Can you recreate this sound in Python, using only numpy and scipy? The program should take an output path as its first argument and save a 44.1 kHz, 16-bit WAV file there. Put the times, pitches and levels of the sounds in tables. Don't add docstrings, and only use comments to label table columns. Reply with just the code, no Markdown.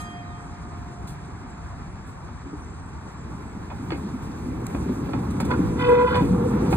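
import sys
import numpy as np
from scipy import signal
from scipy.fft import rfft, irfft, next_fast_len
from scipy.io import wavfile

SR = 44100
rng = np.random.default_rng(int(sys.argv[2]) if len(sys.argv) > 2 else 0)


def pcm_store(signal):
    levels = np.round(np.clip(np.atleast_2d(signal), -1, 1) * 32767)
    wavfile.write(sys.argv[1], SR, levels.astype(np.int16).T)


N = 298204
T = np.arange(N) / SR


def amp(db):
    return 10 ** (np.asarray(db) / 20)


def rms_one(x):
    return x / np.sqrt(np.mean(x ** 2) + 1e-20)


def in_time(rows):
    times, *columns = np.transpose(rows)
    return [np.interp(T, times, column) for column in columns]


def edges(rows):
    return np.clip(np.minimum(T - rows[0][0], rows[-1][0] - T) / .01, 0, 1)


def drift(rate_hz):
    step = 40
    r = np.exp(-2 * np.pi * rate_hz * step / SR)
    slow = signal.lfilter([1], [1, -2 * r, r * r], rng.standard_normal(N // step + 2002))[2000:]
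    return np.interp(np.arange(N) / step, np.arange(len(slow)), rms_one(slow))


def band(x, low_hz, high_hz):
    return signal.sosfilt(signal.butter(2, [low_hz, high_hz], "band", fs=SR, output="sos"), x)


def resonate(x, modes):
    out = 0
    for k, (hz, width_hz, db) in enumerate(modes):
        r = np.exp(-np.pi * width_hz / SR)
        poles = [1, -2 * r * np.cos(2 * np.pi * hz / SR), r * r]
        out = out + (-1) ** k * amp(db) * signal.lfilter([(1 - r * r) / 2, 0, (r * r - 1) / 2], poles, x)
    return out


def coloured(spectrum, flicker_db):
    hz = np.maximum(np.arange(N // 2 + 1) * SR / N, 1)
    knots_hz, db = np.transpose(spectrum)
    shape = amp(np.interp(np.log(hz), np.log(knots_hz), db, left=-70, right=-90))
    noise = rfft(rng.standard_normal((2, N))) * shape
    together, out = drift(7.4), 0
    for centre_hz in 2. ** np.arange(np.floor(np.log2(knots_hz[0])), np.log2(knots_hz[-1]) + 1):
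        share = np.clip(1 - abs(np.log2(hz / centre_hz)), 0, 1)
        out = out + irfft(noise * share, N) * amp(flicker_db * (0.42 * together + drift(10.8)))
    return rms_one(out)


def bursts(times, dbs, lengths, rise_s):
    out, t = np.zeros(N), T[:int(SR * .5)]
    for start_s, db, length_s in zip(times, dbs, lengths):
        shape = (1 - np.exp(-t / rise_s)) * amp(-20 * t / max(length_s, .002))
        i = int(start_s * SR)
        out[i:i + len(t)] += (amp(db) * shape / shape.max())[:N - i]
    return out


def struck(modes, times, dbs, lengths, blow_db=27, contact_hz=6000):
    rattle = rng.standard_normal(N)
    steady_rms = np.sqrt(np.mean(resonate(rattle, modes) ** 2))
    force = rattle * bursts(times, dbs, lengths, rise_s=.001)
    force[((times + .002) * SR).astype(int)] += amp(dbs + blow_db)
    softened = signal.sosfilt(signal.butter(2, contact_hz, fs=SR, output="sos"), force + 1e-18)
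    return resonate(softened, modes) / steady_rms


def scattered(x, spread_s):
    t = T[:int(SR * .15)]
    tail = rng.standard_normal(len(t)) * np.exp(-t / spread_s)
    return np.array([x, signal.fftconvolve(x, tail / np.sqrt(np.sum(tail ** 2)))[:N]])


def ports(pair, response):
    size = next_fast_len(N + SR // 4)
    hz = np.arange(size // 2 + 1) * SR / size
    knots_hz, *columns = np.transpose(response)
    lead_rad, pan_db, likeness = [np.interp(hz, knots_hz, column) for column in columns]
    likeness = np.clip(likeness, 0, 1)
    direct, diffuse = rfft(pair, size)
    shared = np.sqrt((1 + likeness) / 2) * direct
    opposed = np.sqrt((1 - likeness) / 2) * diffuse
    turn = amp(pan_db / 2) * np.exp(-.5j * lead_rad)
    return irfft([(shared + opposed) * turn, (shared - opposed) / turn], size)[:, :N]


# time_s, level_db
APPROACH = [(0, -41.5), (1.2, -41.5), (2.8, -43), (3.4, -38), (3.76, -36.5), (3.95, -32.5), (4.35, -33.5),
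            (4.7, -28.5), (5.35, -26.5), (5.6, -22.5), (5.97, -28.5), (6.2, -23), (6.76, -20.5)]
# frequency_hz, density_db
RUMBLE_SPECTRUM = [(25, -43.5), (45, -16), (65, 1.5), (110, 0), (180, 1.5), (280, -0.5), (400, -8),
                   (560, -18.5), (800, -26)]
RAIL_SPECTRUM = [(350, -30), (500, -2.5), (640, -7.5), (880, 0.5), (1100, -3), (1400, -5.5), (2200, -22.5),
                 (3500, -27), (5000, -41.5)]
HISS_SPECTRUM = [(2000, 5.5), (3500, -4.5), (6000, -3), (8500, -5.5), (12000, -8), (16000, -16)]


def rolling(abreast_db=-21, far_hiss_db=-61.5, near_hiss_db=-59, far_cutoff_hz=13000):
    rumble_db, = in_time(APPROACH)
    swell_db = rumble_db - abreast_db
    rail_db = -36 + 0.93 * swell_db
    hiss_db = -49 + 0.66 * swell_db
    rumble = amp(rumble_db) * coloured(RUMBLE_SPECTRUM, flicker_db=1.6)
    rail = amp(rail_db) * coloured(RAIL_SPECTRUM, flicker_db=1.5)
    hiss = coloured(HISS_SPECTRUM, flicker_db=2.2)
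    dull = signal.sosfiltfilt(signal.butter(4, far_cutoff_hz, fs=SR, output="sos"), hiss)
    nearness = np.clip((hiss_db - far_hiss_db) / (near_hiss_db - far_hiss_db), .15, 1)
    return rumble + rail + amp(hiss_db) * (dull + nearness * (hiss - dull))


# pitch_hz, level_db, t60_s, beat_hz, first_swell_s, beat_depth, right_lead_rad, left_over_right_db
GONG_MODES = [(708, -41, 7.8, 1.4, 0.19, 0.24, -1, -5.5), (1228, -39, 4, 2.88, 0.0077, 0.4, 1.5, -2.5),
              (1840, -42.5, 2.3, 0.36, .05, .3, -2.5, -1), (2475, -52, 2.2, 0.63, 0.1, .4, -2, 1),
              (3204, -41, 1.06, 4.2, 0.14, 0.36, 1.47, 0), (4100, -64, 0.55, .5, .05, .4, 6, -9),
              (4808, -48.5, 0.79, 12, 0.069, 0.49, 5.5, 0), (5500, -60, .4, .5, .02, .4, 4, 2),
              (6476, -56, 0.4, .5, .02, .4, 1, 0), (6560, -53, 0.4, .5, .02, .4, 5, 0),
              (7600, -53, 0.55, .5, .02, .4, -1, 0), (8393, -60, .5, .5, .02, .4, -1, 0),
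              (8800, -59, 0.5, .5, .02, .4, -7, 0), (9448, -60, .3, .5, .02, .4, -1.5, 0),
              (9860, -55, 0.2, .5, .02, .4, -1.5, -2), (10500, -67, .4, .5, .02, .4, -2, 0),
              (12400, -74, .4, .5, .02, .4, -1, 0), (13500, -73, 0.35, .5, .02, .4, -7, 0)]


def gong(length_s=3.0, flicker_db=1.5):
    out, t = np.zeros((2, N)), T[T < length_s]
    side = np.array([[1], [-1]])
    fade = 1 - (t / length_s) ** 4
    for hz, db, t60_s, beat_hz, swell_s, depth, lead_rad, pan_db in GONG_MODES:
        beating = 1 - depth + depth * np.cos(2 * np.pi * beat_hz * (t - swell_s))
        level = amp(db - 60 * t / t60_s + flicker_db * drift(22)[:len(t)]) * beating * fade
        phase = 2 * np.pi * (hz * t + rng.random()) - side * lead_rad / 2
        out[:, :len(t)] += amp(side * pan_db / 2) * level * np.sin(phase)
    return out


# frequency_hz, density_db
YARD_SPECTRUM = [(25, -23), (45, -8), (65, 1.5), (110, -4), (180, -9), (280, -53), (400, -36.5),
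                 (560, -25.5), (900, -16.5), (1400, -21.5), (2200, -31.5), (3500, -41), (5500, -40),
                 (8000, -43.5), (11000, -64.5), (15500, -101)]


def traffic_and_insects():
    return amp(-38) * coloured(YARD_SPECTRUM, flicker_db=1.0)


# peak_s, level_db
WIND_GUSTS = [(3.4, -57), (3.97, -53), (4.2, -43), (4.47, -41), (4.58, -46), (4.83, -44), (5.08, -45),
              (5.47, -38), (5.67, -35), (5.87, -34.5), (6.12, -40), (6.3, -30)]


def wind(breeze_db=-56, half_width_s=0.05):
    gusts = sum(amp(db) * np.exp(-.5 * ((T - peak_s) / half_width_s) ** 2) for peak_s, db in WIND_GUSTS)
    return (amp(breeze_db) + gusts) * rms_one(band(rng.standard_normal((2, N)), 35, 120))


# start_s, peak_db, length_s
POLE_TICKS = [(1.07, -46.5, 0.074), (2.062, -66, 0.12), (2.204, -74, 0.04), (3.007, -70, 0.055),
              (3.11, -62, 0.057), (3.967, -54, 0.067), (4.216, -55.5, 0.1), (4.667, -28.5, 0.003),
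              (5.303, -47.5, 0.034), (5.401, -37.5, 0.026), (5.448, -42.5, 0.027), (5.8875, -50, 0.035),
              (6.153, -44.5, 0.044), (6.2463, -54, 0.038), (6.44, -59, 0.045), (6.699, -43, 0.15)]


def ticks():
    gong_hiss = (0.0028, -47, 0.05)
    faint_ticks = [(when * T[-1], -65 + 2.5 * (2 * force - 1), .08) for when, force in rng.random((8, 2))]
    envelope = sum(bursts([start_s], [db], [length_s], rise_s=0.09 * length_s)
                   for start_s, db, length_s in POLE_TICKS + faint_ticks + [gong_hiss])
    return rms_one(band(rng.standard_normal(N), 2200, 12000)) * envelope


# start_s, length_s, from_hz, to_hz, level_db
BIRD_CALLS = [(0.2, 0.18, 4150, 3450, -62), (0.384, 0.12, 9100, 7960, -66), (1.448, 0.17, 8900, 6100, -62),
              (1.88, 0.092, 9350, 9100, -71), (2.0, .18, 7400, 8050, -67), (2.612, .045, 5800, 6100, -58),
              (2.62, .13, 7650, 7500, -68), (2.657, 0.15, 6800, 6700, -69), (2.7, 0.22, 8250, 8050, -64),
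              (2.76, .09, 6050, 5800, -67), (2.96, .07, 5900, 5950, -70), (3.1, 0.13, 7350, 7500, -65),
              (3.25, .04, 5900, 5600, -64), (3.34, .05, 5600, 5750, -65), (3.4, .18, 8100, 7800, -67)]


def birds(twitter_db=-72):
    twitter = []
    for when, length, pitch, fall in rng.random((150, 4)):
        from_hz = 6800 + 2200 * pitch
        to_hz = from_hz - 500 * (fall - .3)
        twitter.append((0.15 + 4.2 * when, 0.033 + 0.092 * length, from_hz, to_hz, twitter_db))
    out, warble_hz = np.zeros(N), 110 * drift(74)
    for start_s, length_s, from_hz, to_hz, db in BIRD_CALLS + twitter:
        progress = np.linspace(0, 1, int(length_s * SR))
        span = int(start_s * SR) + np.arange(len(progress))
        hz = from_hz + (to_hz - from_hz) * progress + warble_hz[span]
        out[span] += amp(db) * np.sin(np.pi * progress) * np.sin(2 * np.pi * np.cumsum(hz) / SR)
    return out * amp(4.5 * drift(90))


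# start_s, peak_db, pitch_hz, length_s
TRUCK_THUDS = [(1.118, -32, 146.7, 0.095), (2.456, -31.5, 277, 0.054), (2.53, -28, 296, 0.038),
               (3.888, -26.5, 172, 0.043), (3.92, -21.5, 343, 0.02), (3.935, -23.5, 285, 0.031),
               (4.037, -25, 196, 0.057), (4.137, -26.5, 252, 0.025), (4.459, -28, 251, 0.062),
               (4.747, -21.5, 281, 0.034), (4.858, -23.5, 270, 0.048), (4.894, -18, 248, 0.026),
               (4.96, -26, 267, 0.067), (5.141, -21, 269, 0.045), (5.427, -17.5, 205, 0.034),
               (5.526, -19, 249, 0.036), (5.592, -12, 276, 0.017), (5.601, -13.5, 179, 0.017),
               (6.22, -14.5, 278.2, 0.085), (6.308, -11.5, 187, 0.06), (6.552, -19.5, 220, 0.023),
               (6.681, -16, 171.6, 0.042)]


def thuds():
    out, t = np.zeros(N + SR), T[:int(SR * .4)]
    for start_s, db, hz, length_s in TRUCK_THUDS:
        upper_hz = hz * (1.3 + 0.223 * rng.uniform(-1.18, 1))
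        swing = np.sin(2 * np.pi * hz * t) + 0.41 * np.sin(2 * np.pi * upper_hz * t)
        shape = (1 - np.exp(-t / 0.0024)) * amp(-20 * t / length_s)
        i = int(start_s * SR)
        out[i:i + len(t)] += amp(db) * swing * shape / shape.max()
    return out[:N]


# start_s, ring_db, clank_db, length_s
RAIL_JOINTS = [(2.283, -72, -46, .02), (3.7, -51, -43.5, 0.075), (3.71, -66, -42, 0.04),
               (3.903, -38.5, -37.5, 0.042), (3.918, -40, -39, 0.065), (4.746, -47, -34.5, 0.057),
               (4.8864, -62, -38, 0.028), (5.088, -63, -38, 0.03), (5.1315, -42.5, -32, 0.055),
               (5.3997, -39.5, -31.5, 0.063), (5.512, -36.5, -35.5, 0.056), (6.1425, -34.5, -30.5, 0.14),
               (6.7244, -36, -26, 0.045)]
# pitch_hz, width_hz, gain_db
RIM_MODES = [(1570, 70, 6.5), (1855, 72, 4), (2147, 70, 5), (2500, 53, 8), (2930, 100, 2), (3506, 71, -2),
             (4370, 90, 0), (5000, 500, -14.5)]
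CLANK_MODES = [(568, 75, 5.5), (796, 71, 4.5), (886, 60, 7.5), (960, 140, 3), (1317, 170, -0.5)]


def joints():
    times, ring_db, clank_db, lengths = np.transpose(RAIL_JOINTS)
    return struck(RIM_MODES, times, ring_db, lengths) + struck(CLANK_MODES, times, clank_db, lengths)


# time_s, first_partial_db, second_partial_db
GROAN_LEVELS = [(5.47, -45, -56), (5.505, -32.5, -27.5), (5.528, -28, -24.5), (5.54, -32.5, -38),
                (5.57, -42, -55), (5.77, -36.5, -52), (5.8, -34, -33.5), (5.87, -20, -28.5),
                (5.9, -13.5, -22), (5.94, -12.5, -27.5), (5.954, -18.5, -31), (6.023, -17.5, -19.5),
                (6.055, -17, -33.5), (6.085, -37, -18.5), (6.11, -25.5, -36.5), (6.188, -27.5, -20),
                (6.25, -34, -52)]
# time_s, slip_rate_hz, second_partial_hz
GROAN_PITCHES = [(5.78, 493.3, 997.0), (5.814, 492.7, 1002), (5.856, 489.1, 986.8), (5.97, 488.2, 978.1),
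                 (6.052, 491.9, 999.9), (6.166, 496.7, 988.9), (6.25, 493.9, 984.9)]
# time_s, low_db, middle_db, high_db
FLANGE_GRIPS = [
    [(5.47, -62.5, -62, -57), (5.496, -41, -51, -54), (5.508, -24, -43, -47), (5.518, -28.5, -49, -50),
     (5.53, -32, -41, -50), (5.544, -34.5, -64, -65), (5.57, -44.5, -60, -67)],
    [(5.76, -46.5, -59, -54), (5.78, -38, -50, -50.5), (5.8, -30.5, -35.5, -38.5), (5.926, -29, -35, -45.5),
     (6.014, -33.5, -33.5, -47), (6.066, -28.5, -46, -45), (6.078, -31.5, -33, -36.5),
     (6.12, -25, -45.5, -49.5), (6.162, -28.5, -40, -38), (6.216, -38, -47.5, -55), (6.26, -57, -47, -60)],
]
# pitch_hz, width_hz, gain_db
LOW_MODES = [(885, 36, 8.5), (1104, 54, 7), (1406, 71, 9.5), (1479, 40, 9.5), (1595, 37, 8.5)]
MIDDLE_MODES = [(1985, 42, 3), (2200, 200, -11), (2475, 50, 2), (2600, 80, -8)]
HIGH_MODES = [(3000, 85, 5), (3250, 200, -5), (3480, 60, -1), (3590, 45, 3), (4010, 45, -8),
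              (4800, 900, -13)]


def groan():
    first_db, second_db = in_time(GROAN_LEVELS)
    slip_cycles, second_cycles = np.cumsum(in_time(GROAN_PITCHES), axis=1) / SR
    tone = amp(first_db + 2.0 * drift(90)) * np.cos(2 * np.pi * slip_cycles + .2 * drift(40))
    tone += amp(second_db + 1.8 * drift(90)) * np.cos(2 * np.pi * second_cycles + .3 * drift(40))
    slips = np.diff(np.floor(slip_cycles + 0.045 * drift(150)), prepend=0)
    friction = slips * amp(3.5 * rng.standard_normal(N)) + .12 * rng.standard_normal(N)
    ringing = [rms_one(resonate(friction, modes)) * amp(2.5 * drift(40))
               for modes in (LOW_MODES, MIDDLE_MODES, HIGH_MODES)]
    rasp = sum(edges(grip) * np.sum(amp(in_time(grip)) * ringing, axis=0) for grip in FLANGE_GRIPS)
    return np.sqrt(2) * edges(GROAN_LEVELS) * tone + rasp


# time_s, level_db
HUM_LEVELS = [(6.12, -36.5), (6.25, -28.5), (6.32, -37.5), (6.39, -29), (6.46, -22.5), (6.52, -31),
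              (6.58, -29.5), (6.76, -38)]


def hum(pitch_hz=486, width_hz=26):
    mode = [(pitch_hz, width_hz, 0)]
    level_db, = in_time(HUM_LEVELS)
    ringing = resonate(resonate(rng.standard_normal(N), mode), mode)
    return amp(level_db) * (T > HUM_LEVELS[0][0]) * rms_one(ringing)


def squeal(pitch_hz=15410, end_db=-41, rise_db_per_s=250):
    level_db = end_db + rise_db_per_s * (T - T[-1]) + 3.0 * drift(40)
    return amp(level_db) * np.sin(2 * np.pi * pitch_hz * T + .5 * drift(60))


# frequency_hz, right_lead_rad, #
TREBLE_STEREO = [(2760, 3.0, .93), (3100, 3.6, .9), (3700, 5.0, .7), (4300, 4.3, .7), (5200, 3.25, .94),
                 (5750, 3.0, .94), (7450, 1.0, .8), (7750, .05, .995), (8950, -.05, .995), (9600, -1.0, .75),
                 (10800, -2.5, .75), (11050, -3.12, .999), (12400, -3.16, .999), (13700, -5.3, .7),
                 (14000, -6.2, .99), (16000, -6.28, .99)]
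# frequency_hz, right_lead_rad, left_over_right_db, likeness
TOWARD_TRACK = [(20, 0, -0.5, 1.0), (201, 0.01, 0, 1.0), (458, 0.87, 2.0, 1.0), (644, 3.5, -3.5, 0.44),
                (800, 5.0, -6.5, 0.19), (1070, 7.5, -4.0, 1.0), (1120, 6.0, 0.5, 0.78),
                (1464, 8.0, -2.5, 0.38), (1744, 13.0, -4.0, 0.05), (1940, 13.5, -2.0, 0.15),
                (2164, 10.0, -5.0, 0.94), (2260, 13.5, 2.5, 0.83),
                (2660, 15.0, -6.5, 0.2)] + [(hz, lead + 4 * np.pi, 0, alike) for hz, lead, alike in TREBLE_STEREO]
TOWARD_YARD = [(20, -1.15, 0.48, .999), (200, -0.03, -0.57, 1.0), (340, -1.5, 1.5, 0.8),
               (520, 1.0, 2, 0.21), (696, 0.4, 1.5, 0.5), (910, -1.3, 0.92, 0.16), (1240, 1.0, 1.2, 1.0),
               (1540, 0.84, -0.66, 0.69), (1990, -1.4, -0.76, 0.36),
               (2310, 0.9, -1.8, .25)] + [(hz, lead, 0, alike) for hz, lead, alike in TREBLE_STEREO]


def scene():
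    car = rolling() + scattered(joints() + thuds() + ticks(), spread_s=0.0025)
    car += scattered(groan() + hum() + squeal(), spread_s=0.033) * amp([[0], [-12]])
    yard = traffic_and_insects() + scattered(birds(), spread_s=0.04)
    return ports(car, TOWARD_TRACK) + ports(yard, TOWARD_YARD) + gong() + wind()


def record(dry):
    stop_db, stop_hz = 70, 16300
    return signal.sosfilt(signal.cheby2(14, stop_db, stop_hz, fs=SR, output="sos"), dry)


dry = scene()
out = record(dry)
pcm_store(out)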